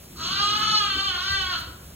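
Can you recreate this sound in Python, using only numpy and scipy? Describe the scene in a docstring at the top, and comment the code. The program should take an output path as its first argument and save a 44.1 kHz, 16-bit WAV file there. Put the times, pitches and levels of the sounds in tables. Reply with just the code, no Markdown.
"""In a straw-bedded barn, a lamb gives one long, wavering bleat while the flock scampers about.
Its vocal folds start hoarse, clear as the pitch sags and break up at the end.
Their pulses ring in the throat, which shapes the voice, and the barn echoes the call.
Underneath are a low rumble, a thin hiss, soft hoof thuds and the crunch of snapping straw."""
import sys
import numpy as np
from scipy import signal
from scipy.fft import rfft, irfft
from scipy.io import wavfile
from scipy.ndimage import uniform_filter1d

SR = 44100
rng = np.random.default_rng(int(sys.argv[2]) if len(sys.argv) > 2 else 0)


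def waveform_to_disk(signal):
    """Save audio, clipped to [-1, 1], as 16-bit WAV at the path in sys.argv[1]."""
    frames = np.transpose(np.atleast_2d(signal))
    scaled = np.clip(frames, -1, 1) * 32767
    samples = np.round(scaled).astype(np.int16)
    wavfile.write(sys.argv[1], SR, samples)


N = 85995
T = np.arange(N) / SR
FREQS = np.fft.rfftfreq(2 * N, 1 / SR)

# tone colours of the rumble, hiss, hoof patter and straw: f/Hz, relative level/dB
RUMBLE_TONE = [(20, -9), (40, -11.5), (58, 7), (75, 10.5), (100, 0), (170, 1.5), (260, -10), (380, -12),
               (550, -8), (900, -17.5), (1500, -16), (2500, -29), (5000, -67)]
HISS_TONE = [(800, -24), (2500, -5.5), (5000, -6.5), (9000, -6.5), (16000, -5.5)]
PATTER_TONE = [(30, -30), (65, -12), (130, -0.5), (250, -2.5), (390, -4.5), (520, -33.5), (1000, -56.5)]
STRAW_TONE = [(500, -18), (2000, -10), (5000, -3), (10000, -3), (16000, -1)]
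# how loud the running flock is: t/s, level/dB
PATTER_LEVEL = [(0, -60), (.13, -50.5), (.22, -43.5), (.7, -43), (.85, -46), (1.3, -53), (1.55, -51),
                (1.9, -56)]
# single hoof thuds: start t/s, relative level/dB, f/Hz, time scale of rise and fade/s
THUDS = [(.945, -39, 260, .022), (1.15, -43, 65, .025), (1.295, -35, 78, .022), (1.41, -44, 55, .022),
         (1.66, -48, 300, .035), (1.67, -40, 68, .03)]
# straw crunches: middle t/s, level/dB, rough half length/s
CRUNCHES = [(.05, -51, .014), (.585, -47.5, .018), (1.603, -41.5, .016)]
# pitch of the bleat: t/s, f/Hz
PITCH = [(.17, 300), (.238, 333.1), (.29, 369.3), (.36, 393), (.42, 408.5), (.55, 422.7), (.70, 429.6),
         (.77, 423.1), (.83, 405.3), (.89, 393.6), (.96, 382.7), (1.05, 400.1), (1.115, 364.2),
         (1.18, 351.9), (1.235, 381.2), (1.29, 392.6), (1.35, 389.6), (1.4, 378.8), (1.45, 365.8),
         (1.505, 363.5), (1.545, 335.5), (1.59, 323)]
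# how hoarse the voice is: t/s, hoarseness from 0 to 1
HOARSENESS = [(.18, .95), (.27, .74), (.36, .6), (.39, .3), (.52, .32), (.62, .55), (.69, .4), (.75, .13),
              (.82, .17), (.88, .34), (.97, .11), (1.07, .06), (1.13, .38), (1.22, .38), (1.29, .09),
              (1.41, .08), (1.5, .22), (1.545, .72)]
# five bands in which the throat rings, from low to high: f/Hz, relative level/dB
THROAT_1 = [(200, -7.5), (400, -21), (560, -33.5), (680, -19.5), (775, -11.5), (850, -15.5), (950, -7.5),
            (1120, 1), (1300, 2.5), (1480, -8.5), (1700, -22.5), (2400, -75.5)]
THROAT_2 = [(900, -21), (1200, -29), (1400, 4.5), (1570, 2.5), (1720, -8), (1950, -5), (2150, -11),
            (2400, -13.5), (3200, -54)]
THROAT_3 = [(1500, -63), (2100, -14), (2400, -11), (2700, -5), (3080, 3), (3550, 0.5), (3900, -12.5),
            (4600, -40.5)]
THROAT_4 = [(3200, -35.5), (3800, -2), (4230, 2.5), (4600, -5), (5400, -11.5), (6000, -16), (8000, -60)]
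THROAT_5 = [(4000, -25), (5000, -5), (5700, -4), (6450, 1), (7100, -5), (8000, -9.5), (10000, -14),
            (11000, -22), (15000, -32)]
# strength of the voice: t/s, then one relative level/dB for each of the five bands
BAND_LEVELS = [ (.155, -50, -77, -54, -44, -54), (.195, -33, -39.5, -34, -33, -43.5),
               (.245, -31, -37, -30, -27.5, -40), (.3, -26, -40, -29.5, -27.5, -42.5),
               (.37, -32.5, -30, -26.5, -26, -45), (.392, -19.5, -29, -25.5, -23, -46),
               (.45, -27, -34, -27.5, -24.5, -38), (.515, -25.5, -29.5, -27.5, -22.5, -42),
               (.6, -24, -27, -26, -26.5, -40.5), (.73, -22, -30.5, -28, -24, -38),
               (.757, -16.5, -29, -28.5, -17, -46), (.783, -25, -34, -22.5, -20, -36),
               (.81, -23.5, -27, -25, -45, -43), (.85, -26.5, -29, -25.5, -32, -40),
               (.91, -34, -32, -29, -31, -48), (1.0, -27, -30.5, -29, -29, -43.5),
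               (1.08, -29.5, -39, -27.5, -29, -44.5), (1.13, -36.5, -29, -32.5, -35.5, -48.5),
               (1.2, -32.5, -36.5, -31.5, -29.5, -47.5), (1.31, -28, -24.5, -29.5, -26.5, -43),
               (1.39, -33, -32.5, -27.5, -30.5, -43.5), (1.45, -32, -33, -33.5, -33, -48),
               (1.535, -29.5, -31.5, -28.5, -30.5, -46.5), (1.595, -35, -50, -50, -37, -50),
               (1.65, -61, -47, -64, -45, -66)]
# stereo width: f/Hz, size of the left-right difference compared with the shared sound
WIDTH = [(100, .02), (300, .2), (600, .7), (2800, .85), (4100, .5), (5100, .08), (6000, .4), (12000, .45)]
# how far the left microphone is ahead of the right: f/Hz, phase/rad
MIC_PHASE = [(0, 0), (1200, .3), (2400, -.1), (4100, -1.7), (4850, -3.0), (5400, -3.3), (6000, -4.5),
             (6500, -6), (7400, -6.5), (9050, -9.42), (15000, -18.85)]


def gain(db):
    """Turn decibels into a number to multiply by."""
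    return 10 ** (np.asarray(db) / 20)


def unit(x):
    """Scale a signal to an average power of 1."""
    return x / np.sqrt(np.mean(x ** 2))


def curve(rows, column=1):
    """Read one column of a time table at every sample."""
    rows = np.array(rows)
    return np.interp(T, rows[:, 0], rows[:, column])


def shape(points):
    """Join (f/Hz, value) points, giving each octave equal room."""
    hz, value = np.array(points).T
    return np.interp(np.log(FREQS + 1), np.log(hz), value)


def filtered(x, response):
    """Multiply each frequency in x by its response."""
    return irfft(rfft(x, 2 * N) * response)[..., :N]


def colour(x, tone):
    """Give x a tone colour, at power 1, with a filter that rings after each pulse, never before."""
    cepstrum = irfft(np.log(gain(shape(tone))))
    one_sided = np.r_[cepstrum[0], 2 * cepstrum[1:N]]  # moves all ringing after the pulse
    return unit(filtered(x, np.exp(rfft(one_sided, 2 * N))))


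def muffle(x, hz):
    """Fade out the frequencies above hz."""
    return filtered(x, 1 / (1 + (FREQS / hz) ** 4))


def wobble(hz):
    """A smooth random wobble of typical size 1, mostly slower than hz."""
    return unit(muffle(rng.standard_normal(N), hz))


def wide_noise():
    """Noise from all around: alike left and right in the bass, wider above."""
    shared, difference = rng.standard_normal((2, N))
    width = np.clip(shape(WIDTH), 0, 1)
    balance = 1 / np.sqrt(1 + width ** 2)
    return filtered(shared, balance) + np.array([[1], [-1]]) * filtered(difference, width * balance)


def background():
    """A low rumble and a thin hiss, each wavering slightly in level."""
    hiss = colour(wide_noise(), HISS_TONE) * gain(-48 + wobble(hz=8.2))
    rumble = colour(wide_noise(), RUMBLE_TONE) * gain(-45 + .8 * wobble(hz=5))
    return rumble + hiss


def hooves():
    """Hooves patter on the bedding, and a few land with a soft thud."""
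    out = colour(wide_noise(), PATTER_TONE) * gain(curve(PATTER_LEVEL) + wobble(hz=10))
    for start, db, hz, span in THUDS:
        age = np.maximum(T - start, 0) / span
        ground = colour(wide_noise(), [(hz / 3, -30), (hz, 0), (hz * 2, -14), (hz * 5, -40)])
        out += gain(db) * ground * age * np.exp(1 - 1.25 * age)
    return out


def straw(snaps_per_s=2200, spread_db=2.5):
    """Stalks snap under the hooves; many tiny snaps make one short crunch."""
    out = np.zeros((2, N))
    for middle, db, half_length in CRUNCHES:
        snaps = (rng.random(N) < snaps_per_s / SR) * gain(spread_db * rng.standard_normal(N))
        crunch = colour(wide_noise() * uniform_filter1d(snaps, size=12), STRAW_TONE)
        out += gain(db) * crunch * np.exp(-((T - middle) / half_length) ** 2 / 2)
    return out


def barn(sound, bass_echo_s=.61, treble_echo_s=.32, delay_s=.0048, scatter_s=.007):
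    """The pen scatters the sound at once; walls and roof echo it, the treble dying sooner."""
    noise = wide_noise()
    bass = muffle(noise, hz=3500)
    # each part falls by 60 dB over its echo time
    echo = bass * 1000 ** (-T / bass_echo_s) + (noise - bass) * 1000 ** (-T / treble_echo_s)
    echo = unit(echo * (T > delay_s)) / np.sqrt(N)
    scatter = unit(rng.standard_normal(N) * np.exp(-T / scatter_s)) / np.sqrt(N)
    pen = 1 + gain(3) * rfft(scatter, 2 * N)
    pen /= np.sqrt(np.abs(pen) ** 2 + .11)  # smears the pulses but hardly colours them
    return filtered(sound, pen + rfft(echo, 2 * N))


def vocal_folds(hoarse):
    """The folds open and shut unevenly, giving pulses and a puff of air with each one."""
    jitter = .03063 * hoarse * wobble(hz=183)
    quaver = .0025 * wobble(hz=26)  # even a clear voice trembles
    cycles = np.cumsum(curve(PITCH) * (1 + jitter + quaver)) / SR
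    pulses = np.zeros(N)
    for harmonic in range(1, 31):
        waver_db = 1.6 * min(harmonic / 9, 1) * wobble(hz=22)  # low harmonics are steadier
        pulses += gain(waver_db) * np.cos(2 * np.pi * harmonic * cycles)
    puffs = np.exp(-(cycles % 1) / .3) * rng.standard_normal(N)
    return unit(pulses), unit(puffs)


def lamb():
    """Pulses and puffs from the vocal folds make the throat ring in five bands."""
    hoarse = curve(HOARSENESS)
    pulses, puffs = vocal_folds(hoarse)

    def ring(tone, column, breath):
        air = breath * hoarse ** 1.5  # more air noise as the voice gets hoarse
        source = (pulses + air * puffs) / np.hypot(1, air)
        flutter_db = 3.2 * np.sqrt(hoarse) * wobble(hz=85)
        return colour(source * gain(flutter_db), tone) * gain(curve(BAND_LEVELS, column))

    low = ring(THROAT_1, 1, breath=1) + ring(THROAT_2, 2, breath=1)
    high = ring(THROAT_3, 3, breath=2.3) + ring(THROAT_4, 4, breath=2.3)
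    top = ring(THROAT_5, 5, breath=1.6)
    calling = (T > BAND_LEVELS[0][0]) & (T < BAND_LEVELS[-1][0])
    return (gain(-7.5) * low + gain(-4.5) * (high + top)) * calling


def scene():
    """The bleat echoes in the barn, over the flock and the background."""
    return barn(lamb()) + hooves() + straw() + background()


def record(dry):
    """Two microphones hear the treble out of step; sound above 15750 Hz is cut."""
    phase = np.interp(FREQS, *np.array(MIC_PHASE).T)
    mics = filtered(dry, np.exp(.5j * phase * np.array([[1], [-1]])))
    return signal.sosfilt(signal.ellip(10, .2, 80, 15750, fs=SR, output="sos"), mics)


dry = scene()
out = record(dry)
waveform_to_disk(out)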